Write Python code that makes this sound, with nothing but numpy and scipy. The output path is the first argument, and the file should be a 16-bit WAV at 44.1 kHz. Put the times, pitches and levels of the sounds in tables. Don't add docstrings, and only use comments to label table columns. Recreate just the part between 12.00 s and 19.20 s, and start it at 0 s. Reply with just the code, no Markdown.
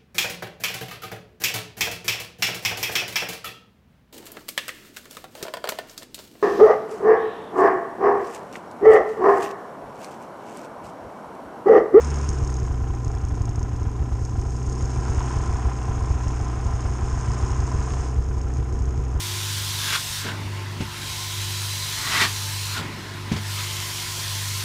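import sys
import numpy as np
from scipy import signal
from scipy.fft import rfft, irfft, next_fast_len
from scipy.io import wavfile

SR = 44100
rng = np.random.default_rng(int(sys.argv[2]) if len(sys.argv) > 2 else 0)


def store_pcm(level_fs):
    pcm = np.round(np.clip(level_fs, -1, 1) * 32767).astype(np.int16)
    wavfile.write(sys.argv[1], SR, np.atleast_2d(pcm).T)


N = 317520
TIME = np.arange(N) / SR

# time_s, strokes_per_s
ENGINE_SPEED = [(0.0, 73.21), (0.6, 63.26), (1.0, 59.73), (1.4, 57.71), (2.0, 60.11), (2.2, 59.45),
                (2.4, 62.55), (3.4, 64.03), (3.6, 61.98), (4.6, 61.24), (5.0, 62.77), (5.2, 61.94),
                (5.8, 64.14), (7.2, 63.54)]
# time_s, throb_db, octave_db, rasp_db
ENGINE_LOAD = [(0, -21, -32.5, -34), (.4, -22.5, -27.5, -35), (.7, -22, -30.5, -40.5),
               (1.1, -26.5, -26.5, -38.5), (2.2, -27.5, -29, -40.5), (2.9, -23.5, -27.5, -36.5),
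               (4.5, -23.5, -28.5, -39), (5.7, -24.5, -26, -37), (6.5, -22, -30.5, -39),
               (7.2, -22, -29.5, -40.5)]
# start_s, level_db
HARD_POPS = [(0.289, -13.5), (0.422, -12.5), (0.624, -13.5), (0.704, -14), (0.817, -15), (0.899, -14),
             (1.066, -14), (1.151, -15.5), (1.236, -13.5), (1.321, -15), (1.406, -12), (1.492, -15.5),
             (1.579, -13.5), (1.63, -14.5), (1.732, -15), (1.817, -15), (1.867, -13.5), (2.002, -14),
             (2.018, -14), (2.118, -14), (2.135, -14.5), (2.217, -15.0), (2.334, -16), (2.383, -11.5),
             (2.462, -16), (2.671, -14.5), (2.829, -13), (2.969, -16), (2.985, -14), (3.096, -13),
             (3.175, -11), (3.363, -13.5), (3.41, -16), (3.489, -14.5), (3.537, -14), (3.65, -12),
             (3.666, -14), (3.891, -14.5), (3.972, -15), (4.021, -14.0), (4.103, -11), (4.152, -17.5),
             (4.265, -13), (4.411, -14.5), (4.574, -15.5), (4.657, -12.5), (4.737, -14), (4.851, -14),
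             (4.899, -18.5), (5.026, -12.5), (5.123, -16), (5.17, -16.0), (5.282, -14), (5.299, -15),
             (5.428, -12), (5.507, -13.5), (5.587, -13), (5.633, -14), (5.742, -12.5), (5.789, -13.5),
             (5.914, -15.5), (5.993, -16), (6.165, -15.5), (6.181, -11), (6.289, -16), (6.368, -16),
             (6.446, -16), (6.586, -14.0), (6.602, -14.5), (6.727, -17), (6.807, -13.5), (6.874, -19.5),
             (6.978, -13.5), (6.994, -17.5), (7.153, -13)]
# pitch_hz, width_hz, level_db
PIPE_NOTES = [(30.5, 8.2, 0), (70, 47.8, 1), (109.5, 59.3, -3), (122.2, 16, -14.5)]
# pitch_hz, width_hz, level_db
SILENCER_NOTES = [(219.4, 11.3, 0), (250, 13, -0.5), (298.8, 26, -0.5), (376, 30, -1.5), (449, 28, -4)]
# time_s, knock_db, clatter_db, clutch_db
HEAD_TURN_LEVELS = [(0, -49, -37, -44), (.45, -40, -43.5, -48), (.78, -41.5, -47, -54),
                    (1.8, -42, -46, -55), (2.55, -41, -48, -50.5), (2.8, -42, -44, -47),
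                    (3.25, -38, -37.5, -44.5), (3.73, -38, -41, -48.5), (4.9, -40, -41, -48),
                    (5.3, -41.5, -38.5, -45), (6.03, -40, -40.5, -45), (6.2, -43.5, -46.5, -53),
                    (7.2, -44, -45.5, -54)]

# offset_strokes, level_db
TURN_KNOCKS = [(.7, -8), (1.25, 0), (1.8, -4)]
# pitch_hz, width_hz, level_db
CASE_NOTES = [(345, 56, 3), (375, 16, 8), (699.4, 36, 3.5), (797, 26, 6), (898, 27, -5.5), (1374, 68, -6.5)]
# pitch_hz, level_db
CLATTER_TONE = [(350, -16.5), (560, -5), (750, 0), (920, -1.5), (1030, 5), (1110, -4), (1220, -0.5),
                (1600, -6), (2000, -12), (2600, -14.5), (3600, -22.5), (4600, -35.5), (7000, -44.5)]
# pitch_hz, width_hz, level_db
RING_NOTES = [(985, 62, 0), (1040, 62, 0)]
# time_s, level_db
RING_LOUDNESS = [(0, -50.5), (.5, -47), (.9, -49.5), (2.7, -49), (3.0, -47), (3.25, -41.5), (3.55, -41.5),
                 (3.8, -44.5), (5.0, -46), (5.35, -42.5), (5.95, -45.5), (6.2, -51), (7.2, -53.5)]
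# pitch_hz, level_db
SNAP_TONE = [(900, -48.5), (1700, 11.5), (2500, 5), (3500, 1.5), (5000, -15.5), (9000, -13.5)]
# start_s, level_db
EXTRA_SNAPS = [(1.993, -4), (2.06, -4)]
# start_s, level_db
HARD_CASE_KNOCKS = [(3.082, -28), (3.206, -25), (3.309, -34), (4.208, -32.5), (5.677, -28), (5.906, -28),
                    (5.938, -27)]
# pitch_hz, width_hz, level_db
HARD_KNOCK_NOTES = [(995, 160, 38), (1190, 180, 23)]

# pitch_hz, level_db
CLUTCH_TONE = [(2350, -32.5), (4000, -13.5), (4510, -12.5), (5310, 0.5), (5960, -5.5), (6300, 2),
               (6530, 4.5), (7360, -6), (9050, -11.5), (9520, -18.5), (12400, -61.5), (20900, -120)]
# start_s, level_db
CLUTCH_CLINKS = [(0.019, -29), (0.046, -22.5), (0.072, -26.5), (0.103, -22.5), (0.108, -27), (0.142, -25),
                 (0.158, -25), (0.186, -25.5), (0.213, -26), (0.238, -36), (0.242, -33), (0.285, -31),
                 (0.29, -16), (0.295, -32), (0.301, -26), (0.329, -30), (0.386, -27), (0.448, -30),
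                 (0.475, -23), (0.502, -25.5), (0.51, -36), (0.527, -32), (0.541, -24.5), (0.568, -27),
                 (0.6, -28), (0.631, -28), (0.665, -30), (0.95, -34), (1.047, -28), (1.08, -27),
                 (1.116, -33), (1.15, -30), (1.183, -36), (1.217, -35), (1.25, -29.5), (1.285, -27),
                 (1.292, -31), (1.319, -37), (1.353, -31), (1.386, -41), (1.419, -28), (1.455, -27),
                 (1.492, -27.5), (1.558, -27), (1.593, -27.5), (1.629, -27), (1.693, -37), (1.731, -36),
                 (1.763, -32), (1.798, -36), (1.831, -33), (2.251, -22), (2.258, -32), (2.276, -37),
                 (2.397, -31), (2.415, -30), (2.505, -31), (2.566, -31.5), (2.6, -36), (2.629, -31),
                 (2.665, -28.5), (2.697, -27), (2.728, -26.5), (2.737, -37), (2.758, -33), (2.792, -34),
                 (2.809, -33), (2.824, -24), (2.851, -32), (2.857, -30.5), (2.976, -32), (3.165, -37),
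                 (3.194, -23.5), (3.227, -26), (4.282, -26.5), (4.413, -27.5), (4.805, -32.5), (5.487, -35),
                 (5.699, -40), (5.761, -38), (5.856, -38), (6.012, -27.5), (6.288, -34.5), (6.382, -31),
                 (6.415, -29.5), (6.538, -32), (6.57, -29.5), (6.726, -33), (6.79, -30.5), (6.821, -30),
                 (6.855, -29.5), (6.977, -31), (7.051, -31.5)]
# pitch_hz, width_hz, level_db
CLINK_NOTES = [(5390, 480, -11), (6510, 84, 0)]
# pitch_hz, level_db
RUMBLE_TONE = [(12, -19.5), (25, -9), (40, -6), (125, -4.5), (175, -15.5), (400, -19), (600, -29),
               (1200, -71)]

STROKES_PER_TURN, START_STROKES, IDLE_STROKES_PER_S = 2, 1.52, 63
SURGE_STROKES, SURGE_HZ = .04, 3
DRONE_DB, DRONE_WAVER_DB, DRONE_FOLLOWS_LOAD = -41.7, 1.2, .5
TICKS_PER_S, TICK_SPREAD_DB = 260, 2.2
TREBLE_CUTOFF_HZ, HISS_CUTOFF_HZ = 9750, 13500


def crank():
    kicks = listed_hits(HARD_POPS)
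    surge = signal.sosfilt(signal.butter(2, SURGE_HZ, fs=SR, output="sos"), kicks - kicks.mean())
    return START_STROKES + np.cumsum(curves(ENGINE_SPEED)[0]) / SR + SURGE_STROKES * unit_level(surge)


def exhaust(strokes, rasp_db):
    hard = from_db(-2.5) * listed_hits(HARD_POPS)
    weak = repeating_hits(strokes, offset=0.079, every=1, jitter_s=0.0015)
    thump = from_db(53.5) * resonate(hard + from_db(-44) * weak, PIPE_NOTES)
    thump = signal.sosfilt(signal.butter(1, 900, fs=SR, output="sos"), thump)
    puffs = repeating_hits(strokes, offset=0.9, every=1) + from_db(15) * hard
    rasp = resonate(unit_level(puffs) + from_db(-3) * burst(puffs, decay_s=0.0049), SILENCER_NOTES)
    return thump + from_db(rasp_db - 6) * unit_level(rasp)


def piston_throb(strokes, throb_db, octave_db, lag_strokes=0.725):
    phase = 2 * np.pi * (strokes - lag_strokes)
    return -from_db(throb_db) * np.cos(phase) - from_db(octave_db) * np.cos(2 * phase)


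def silencer_drone(strokes, rasp_db):
    turns = strokes / STROKES_PER_TURN
    turns_per_s = curves(ENGINE_SPEED)[0] / STROKES_PER_TURN
    hum = 0
    for multiple in range(6, 16):
        power = sum(from_db(db) ** 2 / (1 + (2 * (multiple * turns_per_s - hz) / width) ** 2)
                    for hz, width, db in SILENCER_NOTES)
        gain = np.sqrt(power) * from_db(DRONE_WAVER_DB * waver(points_per_s=6))
        hum = hum + gain * np.cos(2 * np.pi * (multiple * turns + rng.random()))
    return from_db(DRONE_DB + DRONE_FOLLOWS_LOAD * (rasp_db - rasp_db.mean())) * unit_level(hum)


def crankcase(strokes, knock_db, clatter_db):
    knocks = sum(from_db(db) * repeating_hits(strokes, offset) for offset, db in TURN_KNOCKS)
    rough_knocks = unit_level(knocks) + from_db(-10) * burst(knocks, decay_s=0.015)
    case = unit_level(resonate(rough_knocks, CASE_NOTES))
    clatter_noise = burst(knocks, decay_s=0.022) + from_db(0.5) * rng.standard_normal(N)
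    clatter = from_db(clatter_db) * unit_level(shape_tone(clatter_noise, CLATTER_TONE))
    strikes = repeating_hits(strokes, offset=1.1, spread_db=1.5)
    ring = from_db(curves(RING_LOUDNESS)[0]) * unit_level(resonate(strikes, RING_NOTES))
    snap_hits = repeating_hits(strokes, offset=1.64, spread_db=1.1) + listed_hits(EXTRA_SNAPS)
    snaps = unit_level(shape_tone(burst(snap_hits, decay_s=0.0015), SNAP_TONE))
    knocking = from_db(knock_db) * (from_db(-3.5) * case + from_db(-19.8) * snaps)
    hard_knocks = resonate(listed_hits(HARD_CASE_KNOCKS), HARD_KNOCK_NOTES)
    return knocking + ring + clatter + hard_knocks


def clutch(strokes, clutch_db):
    is_tick = rng.random(N) < TICKS_PER_S / SR
    ticks = is_tick * from_db(TICK_SPREAD_DB * np.minimum(rng.exponential(1, N), 3))
    shakes = repeating_hits(strokes, offset=0.3, jitter_s=0.0012)
    jingle = burst(ticks, decay_s=0.0013) + from_db(-0.5) * rng.standard_normal(N)
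    jingle += from_db(-6) * burst(shakes, decay_s=0.0079)
    clinks = listed_hits(CLUTCH_CLINKS)
    chatter = np.std(clinks) * np.diff(burst(clinks, decay_s=0.0019), prepend=0)
    contacts = from_db(clutch_db) * unit_level(jingle) + from_db(5.5) * chatter
    tone_gain = np.std(shape_tone(rng.standard_normal(N), CLUTCH_TONE))
    rattle = shape_tone(contacts, CLUTCH_TONE) / tone_gain
    ring = from_db(27.5) * resonate(clinks, CLINK_NOTES)
    return rattle + ring + from_db(-13) * shape_tone(contacts, SNAP_TONE)


def low_rumble():
    return from_db(-34) * unit_level(shape_tone(rng.standard_normal(N), RUMBLE_TONE))


def repeating_hits(strokes, offset, every=STROKES_PER_TURN, spread_db=2.0, jitter_s=0.00022):
    due_strokes = every * np.arange(-SR // 1000, N // 500) + offset
    early_or_late, strength = rng.standard_normal((len(due_strokes), 2)).T
    times = np.interp(due_strokes, strokes, TIME, left=-1, right=-1) + jitter_s * early_or_late
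    return clicks(times, from_db(spread_db * np.clip(strength, -2, 2)))


def listed_hits(rows):
    start_s, level_db = np.transpose(rows)
    return clicks(start_s, from_db(level_db))


def clicks(times, sizes):
    at = np.round(np.asarray(times) * SR).astype(int)
    inside = (at >= 0) & (at < N)
    return np.bincount(at[inside], sizes[inside], N)


def burst(hits, decay_s):
    power = signal.lfilter([1], [1, -np.exp(-2 / (decay_s * SR))], hits ** 2 + 1e-18)
    return unit_level(np.sqrt(power) * rng.standard_normal(N))


def resonate(x, notes):
    out = 0
    for k, (hz, width, db) in enumerate(notes):
        decay = np.exp(-np.pi * width / SR)
        feedback = [1, -2 * decay * np.cos(2 * np.pi * hz / SR), decay * decay]
        ring = (1 - decay * decay) / 2 * signal.lfilter([1, 0, -1], feedback, x + 1e-18)
        out = out - (-1) ** k * from_db(db) * ring
    return out


def shape_tone(x, tone):
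    size = 2 * next_fast_len(N // 2 + SR // 10)
    hz, db = np.transpose(tone)
    all_hz = np.arange(size // 2 + 1) * SR / size
    gain = from_db(np.interp(np.log(all_hz + 1), np.log(hz), db))
    cepstrum = irfft(np.log(gain))
    cepstrum[1:size // 2] *= 2
    cepstrum[size // 2 + 1:] = 0
    return irfft(rfft(x, size) * np.exp(rfft(cepstrum)))[:N]


def waver(points_per_s):
    points = rng.standard_normal(int(N / SR * points_per_s) + 2)
    return unit_level(np.interp(TIME * points_per_s, np.arange(len(points)), points))


def curves(rows):
    time_s, *columns = np.transpose(rows)
    return [np.interp(TIME, time_s, column) for column in columns]


def from_db(db):
    return 10 ** (np.asarray(db) / 20)


def unit_level(x):
    return x / np.sqrt(np.mean(x ** 2) + 1e-20)


def scene():
    strokes = crank()
    late_strokes = strokes - 0.06 * (curves(ENGINE_SPEED)[0] - IDLE_STROKES_PER_S)
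    throb_db, octave_db, rasp_db = curves(ENGINE_LOAD)
    knock_db, clatter_db, clutch_db = curves(HEAD_TURN_LEVELS)
    throb = piston_throb(strokes, throb_db, octave_db)
    gas = throb + silencer_drone(strokes, rasp_db) + exhaust(strokes, rasp_db)
    metal = crankcase(late_strokes, knock_db, clatter_db) + clutch(late_strokes, clutch_db)
    return (gas + metal + low_rumble())[None]


def record(dry):
    heard = signal.sosfilt(signal.butter(1, 8, "high", fs=SR, output="sos"), dry)
    heard = signal.sosfilt(signal.ellip(10, .3, 70, TREBLE_CUTOFF_HZ, fs=SR, output="sos"), heard)
    heard = heard + from_db(-68.5) * rng.standard_normal(dry.shape)
    return signal.sosfilt(signal.ellip(10, .3, 70, HISS_CUTOFF_HZ, fs=SR, output="sos"), heard)


dry = scene()
out = record(dry)
store_pcm(out)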